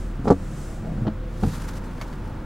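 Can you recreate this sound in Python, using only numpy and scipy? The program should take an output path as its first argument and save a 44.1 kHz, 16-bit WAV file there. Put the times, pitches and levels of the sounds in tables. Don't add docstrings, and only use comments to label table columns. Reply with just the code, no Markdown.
import sys
import numpy as np
from scipy import signal
from scipy.fft import rfft, irfft
from scipy.io import wavfile
from scipy.ndimage import uniform_filter1d, minimum_filter1d

SR = 44100
rng = np.random.default_rng(int(sys.argv[2]) if len(sys.argv) > 2 else 0)


def digitize_waveform(pressure):
    field = np.atleast_2d(pressure).T
    bounded = np.clip(field, -1, 1)
    quanta = np.round(bounded * 32767).astype(np.int16)
    wavfile.write(sys.argv[1], SR, quanta)


N = 108045
T = np.arange(N) / SR


def amp(db):
    return 10 ** (np.asarray(db) / 20)


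def shape(x, colour):
    hz, db = np.array(colour, float).T
    size = 2 ** 17
    bins_hz = np.maximum(np.arange(size // 2 + 1) * SR / size, 1)
    gain = amp(np.interp(np.log(bins_hz), np.log(hz), db))
    cepstrum = irfft(np.log(gain))
    cepstrum[1:size // 2] *= 2
    cepstrum[size // 2 + 1:] = 0
    return irfft(rfft(x, size) * np.exp(rfft(cepstrum)))[..., :N]


def lowpass(x, cutoff_hz, order=2):
    return signal.sosfilt(signal.butter(order, min(cutoff_hz, SR / 3), fs=SR, output="sos"), x + 1e-18)


def wander(rate_hz):
    hold = max(int(SR / rate_hz), 2)
    steps = np.repeat(rng.standard_normal(400), hold)[:N]
    smooth = uniform_filter1d(uniform_filter1d(steps, hold), hold)
    return smooth / smooth.std()


def stereo(mid, side):
    # freq_hz, gain_db
    width = [(40, -32), (80, -71), (170, -30.5), (350, -11), (700, -6.5), (1400, -11), (2800, -19.5),
             (5600, -9.5), (10000, -3), (14000, -2)]
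    return mid + shape(side, width) * np.array([[1], [-1]])


def noise(colour):
    mid_side = shape(rng.standard_normal((2, N)), colour)
    return stereo(*(mid_side / mid_side.std()))


def envelope(points):
    time_s, level_db = np.array(points).T
    outside_s = np.abs(T - np.clip(T, time_s[0], time_s[-1]))
    return amp(np.interp(T, time_s, level_db) - 300 * outside_s)


def burst(start_s, t60_s, rise_s=0.00017):
    age_s = np.maximum(T - start_s, 0)
    env = (1 - np.exp(-age_s / rise_s)) * amp(-60 * np.minimum(age_s / t60_s, 10))
    return rng.standard_normal((2, N)) * env / np.sqrt(np.sum(env ** 2))


def ringing(modes, start_s=0):
    age_s = np.maximum(T - start_s, 0)
    return sum(amp(db) * np.sin(2 * np.pi * hz * age_s) * amp(-60 * np.minimum(age_s / t60_s, 10))
               for hz, db, t60_s in modes)


def knocks(blows, modes, thud_db):
    # freq_hz, gain_db
    thud_colour = [(20, -27), (45, -15), (80, 3.5), (300, 6), (550, -2.5), (900, -7.5), (1400, -4),
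                   (2100, -21), (4000, -53), (16000, -98)]
    # freq_hz, gain_db
    tick_colour = [(500, 22), (2500, -4.5), (4300, 0.5), (7000, -4.5), (10000, -11), (16000, -24)]
    response = ringing(modes)[:SR // 2]
    response = response - lowpass(response, cutoff_hz=42, order=1)
    force, scatter, ticks = 0, 0, 0
    for start_s, level_db, cutoff_hz, tick_db, tick_top_hz in blows:
        force += amp(level_db) * lowpass(signal.unit_impulse(N, int(start_s * SR)), cutoff_hz)
        scatter += amp(level_db) * lowpass(burst(start_s, t60_s=0.072), cutoff_hz)
        tick = burst(start_s, t60_s=0.034, rise_s=0.0014)
        ticks += amp(tick_db - 4.5) * lowpass(tick, tick_top_hz, order=4)
    ring = amp(-3.5) * signal.fftconvolve(force, response)[:N]
    direct = ring + amp(thud_db + 10.5) * shape(force, thud_colour)
    mid, side = amp(thud_db + 19) * shape(scatter, thud_colour) + shape(ticks, tick_colour)
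    return stereo(direct + mid, amp(-3) * side - 0.34 * direct)


def engine_idle(firing_hz=38.5):
    # time_s, level_db
    boom = [(0, -28), (.3, -33.5), (.9, -32.5), (1.55, -30.5), (1.9, -33.5), (2.45, -35.5)]
    # order, level_db
    harmonics = [(1, -1), (2, -14.5), (3, -20.5)]
    phase = 2 * np.pi * np.cumsum(firing_hz * (1 + 0.045 * wander(22.14))) / SR
    tone = sum(amp(db) * np.sin(order * phase) for order, db in harmonics)
    level_db = np.interp(T, *np.array(boom).T) + 1.6 * wander(24.84)
    return np.sqrt(2) * tone * amp(level_db)


def cabin_rush():
    # freq_hz, gain_db
    colour = [(20, -2), (55, -7.5), (95, -0.5), (160, -4), (215, -4.5), (278, -13), (335, -9.5),
              (440, -20.5), (505, -13.5), (570, -21), (850, -24.5), (1400, -25), (2200, -33.5),
              (5000, -44.5), (15500, -58.5)]
    return amp(-34) * noise(colour)


def blade_friction():
    # time_s, level_db
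    swish_level = [(0, -54), (.08, -60), (.19, -68), (.235, -68), (.25, -54), (.38, -59.5), (.5, -54),
                   (.625, -49.5), (.73, -52.5), (.86, -63.5), (.96, -63.5), (1.1, -72)]
    # freq_hz, gain_db
    swish_colour = [(300, -5.5), (1200, 1.5), (2500, -6), (4500, -6.5), (7700, -1.5), (10500, -10),
                    (13000, -16), (16000, -24)]
    # time_s, level_db
    drag_level = [(.35, -80), (.7, -42.5), (.82, -45.5), (.872, -31), (.93, -37.5), (1.04, -37),
                  (1.14, -51)]
    # freq_hz, gain_db
    drag_colour = [(40, -49), (80, 3), (130, 5), (210, 1), (320, -11), (500, -7.5), (720, -7.5),
                   (1100, -28), (1700, -27), (3000, -39), (16000, -57)]
    swish = noise(swish_colour) * envelope(swish_level) * amp(0.41 * wander(50.4))
    drag = noise(drag_colour) * envelope(drag_level) * amp(2 * wander(71.2))
    return swish + drag


def wiper_flip():
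    # start_s, level_db, cutoff_hz, tick_db, tick_top_hz
    blows = [(.1943, -9.5, 157, -36, 3000), (.244, -10, 191, -21, 8000), (.2556, -15.5, 900, -26, 8000),
             (.2716, -6.5, 500, -35, 5000), (.277, -10.5, 2340, -6.5, 5600), (.2807, -11, 2200, -4.5, 7000),
             (.2859, -7.5, 945, -7, 6000), (.3026, -2, 1296, -3.5, 12000), (.3076, 4, 686, -5, 10000),
             (.3181, -3.5, 840, -18, 9000), (.3236, -12.5, 1249, -11.5, 11000)]
    # freq_hz, level_db, t60_s
    screen_modes = [(89, -16.5, 0.28), (192, -25.5, 0.16), (277, -6.5, 0.11), (312, -27, 0.19),
                    (418, -11.5, 0.1), (472, -7, 0.075), (530, -16, 0.098), (703, -11.5, 0.051),
                    (720, -23, 0.079), (816, -7.5, 0.037), (1160, -14.5, 0.059), (1330, -25, 0.018),
                    (1700, -30.5, 0.052)]
    return knocks(blows, screen_modes, thud_db=0)


def wiper_motor():
    # time_s, pitch_hz, level_db
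    run = [(0.4, 135, -72), (0.519, 144.5, -35), (0.68, 147, -43.5), (0.818, 164.2, -48.5),
           (0.893, 164.4, -25), (0.974, 136.8, -36), (1.026, 118.5, -26), (1.065, 104.2, -27),
           (1.14, 99.3, -43)]
    harmonics_db = [-1, -28]
    time_s, pitch_hz, level_db = np.array(run).T
    jittered_hz = np.interp(T, time_s, pitch_hz) * (1 + 0.035 * wander(100))
    phase = 2 * np.pi * np.cumsum(jittered_hz) / SR
    tone = sum(amp(db) * np.sin(order * phase) for order, db in enumerate(harmonics_db, 1))
    roughness_db = 2.5 * wander(70.7)
    return np.sqrt(2) * tone * envelope(list(zip(time_s, level_db))) * amp(roughness_db)


def wiper_park():
    # start_s, level_db, cutoff_hz, tick_db, tick_top_hz
    blows = [(.917, -20.5, 346.4, -38, 2980), (.979, 0, 108.5, -40, 2970), (1.0211, -5.5, 167, -25, 3500),
             (1.0533, -13, 710, -33, 4000), (1.0678, -14, 1480, -5, 4100), (1.0776, -9, 1090, -4.5, 3800)]
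    # freq_hz, level_db, t60_s
    cowl_modes = [(215.6, -11.5, 0.21), (308, -9.5, 0.081), (515, -29.5, 0.2), (645, -14, 0.092),
                  (737, -32, .044), (1320, -28, 0.038)]
    return knocks(blows, cowl_modes, thud_db=0.5)


def hum(pitch_hz=505):
    # time_s, level_db
    swell = [(1.13, -64), (1.23, -43.5), (1.33, -55), (1.4, -49), (1.55, -54)]
    phase = 2 * np.pi * np.cumsum(pitch_hz * (1 + 0.0086 * wander(30))) / SR
    return np.sqrt(2) * np.sin(phase) * envelope(swell)


def sleeve_rustle():
    # time_s, level_db
    slide = [(1.3, -61), (1.33, -58.5), (1.42, -49.5), (1.46, -46), (1.528, -42.5), (1.6, -47), (1.72, -50),
             (1.77, -48), (1.8, -57), (1.88, -55), (1.95, -59.5), (2.06, -53.5), (2.2, -62.5),
             (2.26, -57.5), (2.42, -71)]
    # freq_hz, gain_db
    colour = [(300, -1), (1200, 12), (2500, 1.5), (4000, 1.5), (6500, -0.5), (9000, -3), (12500, -8),
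              (16000, -15)]
    return noise(colour) * envelope(slide) * amp(2.4 * wander(150))


def stalk_knock():
    # start_s, level_db, cutoff_hz, tick_db, tick_top_hz
    blows = [(1.4257, -12, 416, -22, 5000), (1.4298, 0, 163, -18, 4960), (1.4356, -5, 1170, -3, 3950),
             (1.453, -0.5, 243, -28, 3000), (1.4749, -5.5, 231, -40, 3000)]
    # freq_hz, level_db, t60_s
    column_modes = [(101, -18, 0.24), (156.2, -16, 0.49), (204.5, -9, 0.099), (293, -10, 0.064),
                    (464, -14.5, 0.13), (767, -8.5, 0.037), (848, -22, .045), (1350, -18, 0.023)]
    return knocks(blows, column_modes, thud_db=-5.5)


def turned_rush(midpoint_s=1.53, fade_s=0.1):
    # freq_hz, gain_db
    colour = [(60, -22), (110, 2.5), (210, 1), (300, 0), (360, -2.5), (430, -12.5), (670, -10.5),
              (740, -18), (880, -0.5), (1150, -16), (1400, -10), (2500, -28.5), (6000, -42), (16000, -52.5)]
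    fade_in = np.clip((T - midpoint_s) / fade_s + 0.5, 0, 1)
    return amp(-43.5) * noise(colour) * fade_in


def wheel_clicks():
    # start_s, level_db, t60_s
    clicks = [(1.979, -19, 0.028), (2.002, -19, 0.1), (2.0129, -2, 0.086), (2.022, -13, 0.11),
              (2.128, -15, 0.1)]
    # freq_hz, gain_db
    colour = [(150, -27), (600, 12), (1200, 14), (2400, 4.5), (3200, 5), (4600, -3.5), (6600, -1.5),
              (8500, -10), (12000, -9), (16000, -17)]
    # freq_hz, level_db, t60_s
    plastic_modes = [(185, -36, 0.043), (576, -46, .06), (1095, -38, 0.05), (2194, -41, 0.047),
                     (4550, -43.5, 0.042), (6500, -51, 0.035)]
    snaps = sum(amp(db) * burst(start_s, t60_s) for start_s, db, t60_s in clicks)
    ring = sum(amp(db) * ringing(plastic_modes, start_s) for start_s, db, _ in clicks)
    return amp(-8.5) * stereo(*shape(snaps, colour)) + amp(6.5) * ring


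def scene():
    wipers = wiper_flip() + wiper_park() + wiper_motor() + blade_friction()
    hand = stalk_knock() + wheel_clicks() + sleeve_rustle()
    return wipers + hand + engine_idle() + hum() + cabin_rush() + turned_rush()


def record(dry):
    whine_hz, limiter_s, top_hz = 15734, 0.003, 15900
    mix = dry + np.sqrt(2) * amp(-79) * np.sin(2 * np.pi * whine_hz * T)
    window = int(limiter_s * SR)
    overload = np.maximum(np.abs(mix).max(axis=0), 1)
    gain = uniform_filter1d(minimum_filter1d(1 / overload, window), window)
    return signal.sosfilt(signal.ellip(10, 0.2, 80, top_hz, fs=SR, output="sos"), mix * gain)


dry = scene()
out = record(dry)
digitize_waveform(out)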